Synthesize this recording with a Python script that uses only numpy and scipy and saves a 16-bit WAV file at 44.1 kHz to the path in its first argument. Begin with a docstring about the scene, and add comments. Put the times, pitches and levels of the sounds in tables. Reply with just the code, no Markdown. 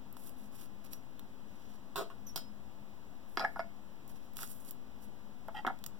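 """Sleeved card and plastic stand

A trading card in a soft plastic sleeve rubs, ticks and squeaks over a desk mat: grains of noise, bursts, whistles.
A small clear stand bumps a cardboard box (coloured noise), clicks, then knocks and skids onto the wooden desk
(decaying sines). The card is picked up, knocks into the stand and scrapes down it.
A small quiet room with a humming fan (shaped noise), heard through a stereo-widened pair of close microphones."""
import sys
import numpy as np
from scipy import signal
from scipy.fft import rfft, irfft, next_fast_len
from scipy.io import wavfile

SR = 44100
rng = np.random.default_rng(int(sys.argv[2]) if len(sys.argv) > 2 else 0)


def transcribe(signal):
    """Save signal, clipped to [-1, 1], as a 16-bit WAV file at the path in sys.argv[1]."""
    frames = np.atleast_2d(signal).T
    limited = np.clip(frames, -1, 1)
    pcm = np.round(limited * 32767).astype(np.int16)
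    wavfile.write(sys.argv[1], SR, pcm)


N = 264246
T = np.arange(N) / SR
BLOW_T = T[:SR // 8]   # time axis of one blow
BLOW_SAMPLES = 0.005 * SR   # a unit blow has the energy of this many samples at rms 1
PADDED = next_fast_len(N + 64, True)


def from_db(db):
    """Decibels to gain."""
    return 10 ** (np.asarray(db) / 20)


def rms_one(x):
    """Scale to rms 1."""
    return x / np.sqrt(np.mean(x ** 2) + 1e-20)


def unit_blow(x):
    """Scale a blow to the energy of 5 ms at rms 1."""
    return x * np.sqrt(BLOW_SAMPLES / np.sum(x ** 2))


def at_hz(points, hz):
    """Read a table on a log-frequency axis."""
    f, value = np.transpose(points)
    return np.interp(np.log(hz + 1e-9), np.log(f), value)


def colour(x, spectrum, tilt_db=0):
    """Give a sound a spectrum, tilted by so many dB an octave."""
    size = next_fast_len(len(x), True)
    tilted = [(f, db + tilt_db * np.log2(f)) for f, db in spectrum]
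    gain = from_db(at_hz(tilted, np.fft.rfftfreq(size, 1 / SR)))
    return irfft(rfft(x, size) * gain, size)[:len(x)]


def drift(rate):
    """Smooth chance of spread 1 that changes so many times a second."""
    points = rng.standard_normal(N // 8)
    return rms_one(np.interp(T * rate, np.arange(N // 8), points))


def add(track, s, sound):
    """Lay a sound into a track at time s."""
    at = int(s * SR)
    track[at:at + len(sound)] += sound[:N - at]


def panned(x, pan_db):
    """Place a sound between the microphones (L-R dB) at constant power."""
    gain = from_db(np.array([[pan_db], [-pan_db]]) / 2)
    return x * rms_one(gain)


def gesture(start, length, attack, t60, swell_db=0):
    """Envelope of a rub: a short attack, a swell (or fade) up to level 1 at its end, then a release."""
    out = np.zeros(N)
    sounding = (T > start) & (T < start + length + t60)
    t = T[sounding] - start
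    held = swell_db * (np.minimum(t / length, 1) - 1)
    released = -60 * np.maximum(t - length, 0) / t60
    out[sounding] = np.minimum(t / attack, 1) * from_db(held + released)
    return out


def grains(per_s, spread_db):
    """Tiny slips at random moments, of very uneven size."""
    sizes = from_db(spread_db * np.minimum(rng.exponential(1, N), 4)) * rng.standard_normal(N)
    return sizes * (rng.random(N) < per_s / SR)


def crack(spectrum, t60, tilt_db=0):
    """A short burst of coloured noise, fading 60 dB in t60 seconds."""
    noise = colour(rng.standard_normal(len(BLOW_T)), spectrum, tilt_db)
    return unit_blow(noise * from_db(-60 * BLOW_T / t60))


def ring(modes, tilt_db=0, free=1, vary_db=6.0):
    """A struck body: decaying sines, their strengths new for each blow; a grip shortens them."""
    hz, db, t60 = np.transpose(modes)[:, :, None]
    gain = from_db(db + tilt_db * np.log2(hz) + vary_db * rng.standard_normal(hz.shape))
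    gain[1::2] *= -1   # neighbouring modes have opposite signs
    fall = from_db(-60 * BLOW_T / (t60 * max(free, 0.1)))
    return unit_blow(np.sum(gain * np.sin(2 * np.pi * hz * BLOW_T) * fall, axis=0))


# Room air, broad colour: pitch_hz, density_db (relative, per Hz)
AIR_SPECTRUM = [(20, 14), (40, -10), (57, 2), (85, 2), (130, 8.5), (170, 0.5), (210, 4.5), (270, 5),
                (360, -2), (900, -7.5), (1500, -14.5), (3000, -19), (8000, -28), (12000, -30.5),
                (16000, -24.5)]
# How alike the air is in both channels: pitch_hz, likeness (-1 to 1)
AIR_LIKENESS = [(60, -1), (130, -0.085), (290, 0.57), (640, 0.22), (1400, -0.13), (3000, -0.03),
                (15000, -0.079)]
# Stereo lean of the air: pitch_hz, left_minus_right_db
AIR_PAN = [(30, 3), (60, 21), (120, 1), (220, 5), (700, 1.5), (2000, 2), (8000, 0), (15000, -5.5)]
# Fan hum resonances: pitch_hz, width_hz, level_db
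FAN_HUM = [(207.3, 22, -63), (256.7, 2.4, -68.5)]


def room_air(air_db=-54.5, fan_pan_db=2.0):
    """Soft steady rumble and hiss, with a fan humming in two narrow resonances."""
    hz = np.fft.rfftfreq(PADDED, 1 / SR)
    mid, side, blades = rfft(rng.standard_normal((3, PADDED)))
    alike = np.clip(at_hz(AIR_LIKENESS, hz), -1, 1)
    sides = np.array([[1], [-1]])
    stereo = np.sqrt(1 + alike) * mid + sides * np.sqrt(1 - alike) * side
    air = stereo * from_db(at_hz(AIR_SPECTRUM, hz) + sides * at_hz(AIR_PAN, hz) / 2)
    fan = np.zeros(N)
    for pitch_hz, width_hz, db in FAN_HUM:
        resonance = blades / (1 + (2 * (hz - pitch_hz) / width_hz) ** 2)
        fan += from_db(db) * rms_one(irfft(resonance, PADDED)[:N])
    return from_db(air_db) * rms_one(irfft(air, PADDED)[:, :N]) + panned(fan, fan_pan_db)


def crinkle(per_s=500, spread_db=5.0, count=10):
    """Small creases of the film snap, each ringing for a few cycles at one of several pitches."""
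    out = np.zeros(N)
    for hz in np.geomspace(4500, 15000, count):
        b, a = signal.iirpeak(hz, 5, fs=SR)
        out += signal.lfilter(b, a, grains(per_s / count, spread_db) + 1e-18)   # offset keeps the filter awake
    return rms_one(out)


# Fingers rub and push the plastic: start_s, length_s, film_hiss_db, card_rub_db (relative levels)
STROKES = [(0.159, 0.12, -54, -60.5), (0.357, 0.096, -64, -64), (0.512, 0.12, -56, -55),
           (0.832, 0.017, -58.5, -54.5), (0.902, 0.023, -53.5, -54.5), (1.465, 0.28, -71, -61.5),
           (3.273, 0.18, -61.5, -78), (3.465, 0.14, -69.5, -72), (4.076, 0.023, -57.5, -59.5),
           (4.141, 0.018, -66, -61), (4.209, 0.045, -70, -63.5), (4.35, 0.08, -45, -47.5),
           (4.444, 0.066, -47.5, -60), (4.512, 0.11, -60, -74), (4.632, 0.055, -52.5, -56.5),
           (4.987, 0.058, -62, -64)]
# The sleeve ticks and buckles: start_s, level_db (relative), tilt_db_per_octave
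TICKS = [(0.127, -44.5, 14), (0.168, -51.5, -5.5), (0.27, -48, 3), (0.293, -47.5, 1.5), (0.933, -37, 1),
         (1.194, -49.5, -4.5), (4.078, -52, 4), (4.335, -56, 2), (4.369, -37.5, 0.5), (4.3893, -48, -10.5),
         (4.431, -36.5, -2.5), (4.7091, -36.5, 4.5), (5.482, -55.5, 1), (5.789, -58.5, -4.5),
         (5.84, -42.5, -4), (5.863, -36, -1)]
# Colours of film hiss, card rub and tick: pitch_hz, density_db (relative, per Hz)
FILM_SPECTRUM = [(1000, -43), (4000, -10), (7000, -5), (10000, 3.5), (12500, 3), (15500, 1)]
RUB_SPECTRUM = [(200, 8), (700, 2.5), (1200, 4), (2000, 0), (2800, 2), (4000, -1), (6000, 2), (9000, -15),
                (15000, -31)]
TICK_SPECTRUM = [(300, -52), (1000, -4.5), (2000, -6), (4000, -1.5), (6000, -2), (8000, 0), (11000, -1),
                 (15500, 8)]
# a push speeds up to its end, then dies away
STROKE_ATTACK_S, STROKE_SWELL_DB, STROKE_T60_S = 0.017, 10, 0.15


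def sleeve():
    """The film hisses and crinkles, the card rubs more dully, and the sleeve ticks as it buckles."""
    film_level, rub_level = np.zeros((2, N))
    for s, length, film_db, rub_db in STROKES:
        push = gesture(s, length, STROKE_ATTACK_S, STROKE_T60_S, STROKE_SWELL_DB)
        film_level += from_db(film_db) * push
        rub_level += from_db(rub_db) * push
    catch = from_db(2.2 * drift(120))   # friction grips and lets go
    hiss = rms_one(colour(grains(per_s=8600, spread_db=1.0), FILM_SPECTRUM))
    film = film_level * (from_db(2.5) * hiss + from_db(-10) * crinkle())
    rub = rub_level * rms_one(colour(grains(per_s=8200, spread_db=3.5), RUB_SPECTRUM))
    out = catch * (from_db(-4.0) * film + from_db(-6.0) * rub)
    for s, db, tilt_db in TICKS:
        add(out, s, from_db(db) * crack(TICK_SPECTRUM, t60=0.012, tilt_db=tilt_db))
    return panned(out, pan_db=-49), from_db(-13.5) * out


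# Plastic squeaks as the sleeve comes to rest and as the stand is gripped:
# start_s, length_s, start_pitch_hz, level_db (relative)
SQUEAKS = [(0.926, .007, 5750, -52.5), (2.265, .014, 6030, -52), (2.288, 0.0067, 5670, -52.5),
           (2.307, 0.0068, 5900, -66)]
SQUEAK_SAG_HZ_PER_S, SQUEAK_ATTACK_S, SQUEAK_T60_S = 11000, 0.0041, 0.028


def squeak():
    """Fast stick-slip on smooth plastic: a rough, sagging whistle with its octave and a little hiss."""
    hz, level = np.zeros((2, N))
    for s, length, pitch_hz, db in SQUEAKS:
        sagging_hz = pitch_hz - SQUEAK_SAG_HZ_PER_S * np.minimum(T - s, 2 * length)
        hz = np.where(T < s, hz, sagging_hz)
        level += from_db(db) * gesture(s, length, SQUEAK_ATTACK_S, SQUEAK_T60_S)
    phase = 2 * np.pi * np.cumsum(hz * (1 + 0.0157 * drift(1400))) / SR
    whistle = from_db(2.0 * drift(250)) * np.sin(phase)
    octave = from_db(-4 + 4.5 * drift(200)) * np.sin(2 * phase)
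    hiss = from_db(-13) * rng.standard_normal(N)
    out = level * (whistle + octave + hiss)
    return panned(out, pan_db=-19), from_db(-4) * out


BOUNCE_S, BOUNCE_LOSS_DB = 0.0087, 0.5   # the loss comes on top of the grip's


def with_rebound(s, looseness):
    """A blow rebounds once, the more weakly the tighter the grip: (s, gain)."""
    return (s, 1), (s + BOUNCE_S, looseness * from_db(-BOUNCE_LOSS_DB))


# The stand catches on the box, mostly duller as it presses in:
# start_s, thud_db (relative), thud_tilt_db_per_octave, snap_db (relative)
BUMPS = [(1.958, -36, 4, -39), (1.978, -35, -1, -41), (1.993, -36.5, -0.5, -48), (2.009, -34, -4, -50.5),
         (2.101, -48.5, 1.5, -65)]
# Colour of the cardboard thud: pitch_hz, density_db (relative, per Hz)
BOX_SPECTRUM = [(200, -28), (300, -6), (400, 12.5), (520, -10), (670, 13), (820, -16), (1050, 6),
                (1200, 1.5), (1340, -1), (1470, 1.5), (1600, -6.5), (1900, -12.5), (3300, -16.5),
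                (6000, -39)]
# Colour of hard plastic contact, here and in the clicks and knocks: pitch_hz, density_db (relative, per Hz)
SNAP_SPECTRUM = [(300, 8.5), (900, -36), (2500, 1.5), (4000, 7), (6000, -1), (8000, -0.5), (11000, -1.5),
                 (15000, 3)]
BOX_LOOSENESS = 0.49   # of the grip while the stand is lifted past the box, 0-1


def box_bumps():
    """The stand catches on the hollow box in a run of bumps; cardboard answers with a rough, short thud."""
    thuds, snaps = np.zeros((2, N))
    for start, box_db, tilt_db, snap_db in BUMPS:
        for s, gain in with_rebound(start, BOX_LOOSENESS):
            pressure = unit_blow(rng.standard_normal(len(BLOW_T)) * from_db(-60 * BLOW_T / 0.054))
            thud = unit_blow(colour(pressure, BOX_SPECTRUM, tilt_db)[:len(BLOW_T) // 2])
            add(thuds, s, gain * from_db(box_db) * thud)
            add(snaps, s, gain * from_db(snap_db) * crack(SNAP_SPECTRUM, t60=0.037))
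    direct = panned(from_db(-2) * thuds, pan_db=-6.5) + panned(snaps, pan_db=-32)
    return direct, from_db(-5) * thuds + snaps


# Desk top modes: pitch_hz, level_db (relative, varies per blow), t60_s
DESK_MODES = [(247, -6.5, 0.067), (428, -12.5, 0.046), (671, -1.5, 0.05), (759, -7, 0.069),
              (857, 3.5, 0.037), (1090, 16, 0.0024), (1400, 6, 0.018), (1433, -3.5, 0.038),
              (1700, -2.5, 0.03), (2165, 1.5, 0.063)]


def desk_thud(contact_hz=1950, bass_hz=280):
    """The foot stays on the wood for a moment, which rounds off the top; the board radiates little bass."""
    soft = signal.butter(4, contact_hz, fs=SR, output="sos")
    thin = signal.butter(2, bass_hz, "high", fs=SR, output="sos")
    return unit_blow(signal.sosfilt(np.vstack([soft, thin]), ring(DESK_MODES)))


# Clicks as the stand is lifted and rings freely: start_s, level_db (of the snap; relative)
CLICKS = [(2.3595, -33.5), (2.3755, -42)]
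# Empty stand modes, also for its knocks and skid: pitch_hz, level_db (relative, varies per blow), free_t60_s
STAND_MODES = [(1755, -11.5, 0.089), (2000, -15, 0.0087), (2320, -5, 0.056), (3330, -9, 0.044),
               (3950, -1.5, 0.032), (4830, 4.5, 0.023), (5128, -3.5, 0.084), (5200, 0.5, 0.018),
               (5100, -20, 0.39), (8900, -34, 0.043), (13100, -39, .03)]


def stand_clicks():
    """A hard, bright snap that leaves the stand ringing and barely shakes the desk."""
    body, snaps = np.zeros((2, N))
    for s, db in CLICKS:
        add(body, s, from_db(db - 8.5) * desk_thud() + from_db(db - 6.5) * ring(STAND_MODES, tilt_db=30))
        add(snaps, s, from_db(db) * crack(SNAP_SPECTRUM, t60=0.025))
    return panned(body, pan_db=-6) + panned(snaps, pan_db=-28), from_db(-4.5) * (body + snaps)


SNAP_BELOW_RING_DB = 8   # a knock's contact snap follows its ring


def knocks(blows, modes, tilt_db):
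    """Knocks thud in the desk, ring the stand and snap at the hard contact; a tight grip cuts the ring short."""
    body, snaps = np.zeros((2, N))
    for start, desk_db, ring_db, looseness in blows:
        for s, gain in with_rebound(start, looseness):
            thud = from_db(desk_db) * desk_thud()
            ringing = from_db(ring_db) * ring(modes, tilt_db, looseness)
            snap = from_db(ring_db - SNAP_BELOW_RING_DB) * crack(SNAP_SPECTRUM, t60=0.06, tilt_db=-3)
            add(body, s, gain * (thud + ringing))
            add(snaps, s, gain * snap)
    return panned(body, pan_db=-6.0) + panned(snaps, pan_db=-25), body + snaps


# The stand's feet knock on the desk: start_s, desk_thud_db, stand_ring_db (relative levels), looseness (0-1)
STAND_KNOCKS = [(3.3724, -29, -38, 0.23), (3.3954, -36.5, -38, 0.37), (3.4405, -33.5, -64, 0.27),
                (3.4475, -26, -54, 0.04), (3.559, -41.5, -70, 1), (3.5932, -31, -51.5, 0.51)]


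def stand_knocks():
    """The empty stand is set down, foot after foot, damped by the fingers."""
    direct, sound = knocks(STAND_KNOCKS, STAND_MODES, tilt_db=0.5)
    return direct, from_db(-7.5) * sound


SKID_S, SKID_LENGTH_S, SKID_DB = 3.401, 0.029, -42.5   # the feet skid between two knocks


def stand_skid():
    """The feet chatter over the wood, shaking both desk and stand."""
    level = from_db(SKID_DB) * gesture(SKID_S, SKID_LENGTH_S, attack=0.003, t60=0.065)
    slips = rms_one(grains(per_s=1600, spread_db=-5)) * level
    desk = from_db(0.5) * desk_thud(contact_hz=1490)
    stand = from_db(-7) * ring(STAND_MODES, tilt_db=-8, free=0.6)
    out = signal.fftconvolve(slips, desk + stand)[:N] / np.sqrt(BLOW_SAMPLES)
    return panned(out, pan_db=1), from_db(-4) * out


# The card's edge knocks as it is picked up, then drops into the stand:
# start_s, desk_thud_db, card_and_stand_ring_db (relative levels), looseness (0-1)
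CARD_KNOCKS = [(4.433, -49, -54, 0.2), (5.484, -41, -67, 0.37), (5.6487, -33.5, -60, 0.14),
               (5.6669, -33, -38.5, 0), (5.675, -30.5, -49, 0.48), (5.6995, -38, -73, 0.54)]
# Modes of the stand with the card leaning on it, also for the scrape:
# pitch_hz, level_db (relative, varies per blow), free_t60_s
LOADED_STAND_MODES = [(1490, -22, .04), (1924, -2, 0.052), (2720, -7, 0.017), (3180, -2.5, 0.04),
                      (3970, -22, 0.035), (4770, -24, .04)]


def card_knocks():
    """The card taps the desk on its way up, then lands in the stand and rocks it."""
    direct, sound = knocks(CARD_KNOCKS, LOADED_STAND_MODES, tilt_db=-16)
    return direct, from_db(-8) * sound


SCRAPE_S, SCRAPE_LENGTH_S, SCRAPE_DB = 5.542, 0.063, -47   # the card's edge runs down the stand
SCRAPE_FADE_DB = 9.5   # it slows on the way
SCRAPE_RING_DB, SCRAPE_RING_RISE_S = 3, 0.018   # the stand's ring builds up under the edge


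def edge_scrape():
    """The card's edge sticks and slips down the stand, shaking both it and the desk."""
    fading = gesture(SCRAPE_S, SCRAPE_LENGTH_S, attack=0.002, t60=0.028, swell_db=-SCRAPE_FADE_DB)
    level = from_db(SCRAPE_DB - SCRAPE_FADE_DB) * fading
    ringing = from_db(SCRAPE_RING_DB) * np.clip((T - SCRAPE_S) / SCRAPE_RING_RISE_S, 0, 1)
    slips = rms_one(grains(per_s=1900, spread_db=2.5)) * level
    desk = signal.fftconvolve(slips * from_db(1.5), desk_thud(contact_hz=1450))
    stand = signal.fftconvolve(slips * ringing, ring(LOADED_STAND_MODES))
    out = (desk + stand)[:N] / np.sqrt(BLOW_SAMPLES) + from_db(-21.0) * slips
    return panned(out, pan_db=-7), from_db(-14) * out


# Decay of the room tail: pitch_hz, t60_s
ROOM_T60 = [(200, 0.26), (1000, 0.17), (4000, 0.23), (15000, 0.12)]


def room(x, clutter_db=7.0, clutter_t60=0.022):
    """Quick scatter from the things on the desk, then the tail of the room, dying band by band."""
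    t = T[:SR // 2]
    edges = np.geomspace(100, 18000, 9)
    response = np.zeros((2, len(t)))
    for low, high in zip(edges, edges[1:]):
        band_pass = signal.butter(2, [low, high], "band", fs=SR, output="sos")
        band = signal.sosfilt(band_pass, rng.standard_normal((2, len(t))))
        tail = from_db(-60 * t / at_hz(ROOM_T60, np.sqrt(low * high)))
        clutter = from_db(clutter_db - 60 * t / clutter_t60)
        response += band * (tail + clutter)
    response *= np.clip(t / 0.002 - 1, 0, 1)   # silent for 2 ms, full by 4 ms
    return signal.fftconvolve(x[None], rms_one(response) / np.sqrt(len(t)))[:, :N]


def scene():
    """Every source is heard directly and through the room, over the room's air."""
    sources = [sleeve(), squeak(), box_bumps(), stand_clicks(),
               stand_knocks(), stand_skid(), card_knocks(), edge_scrape()]
    direct, sent = zip(*sources)
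    return sum(direct) + panned(room(sum(sent)), pan_db=-1) + room_air()


# Stereo widener, share taken from the opposite channel: pitch_hz, gain
CROSSFEED = [(200, 0.12), (900, 0.7), (2200, 0.92), (4400, 0.59), (7000, 0.44), (15000, 0.38)]
CROSSFEED_LAG_S, CUTOFF_HZ = 20 / 44100, 16000
LEFT_OFFSET = 0.0075   # of full scale


def record(dry):
    """The widener subtracts a delayed copy of the other channel; the top is cut; the left sits off zero."""
    hz = np.fft.rfftfreq(PADDED, 1 / SR)
    both = rfft(dry, PADDED)
    feed = np.clip(at_hz(CROSSFEED, hz), 0, 1) * np.exp(-2j * np.pi * hz * CROSSFEED_LAG_S)
    wide = irfft(both - feed * both[::-1], PADDED)[:, :N]
    top_cut = signal.ellip(10, 0.1, 70, CUTOFF_HZ, fs=SR, output="sos")
    return signal.sosfilt(top_cut, wide) + [[LEFT_OFFSET], [0]]


dry = scene()
out = record(dry)
transcribe(out)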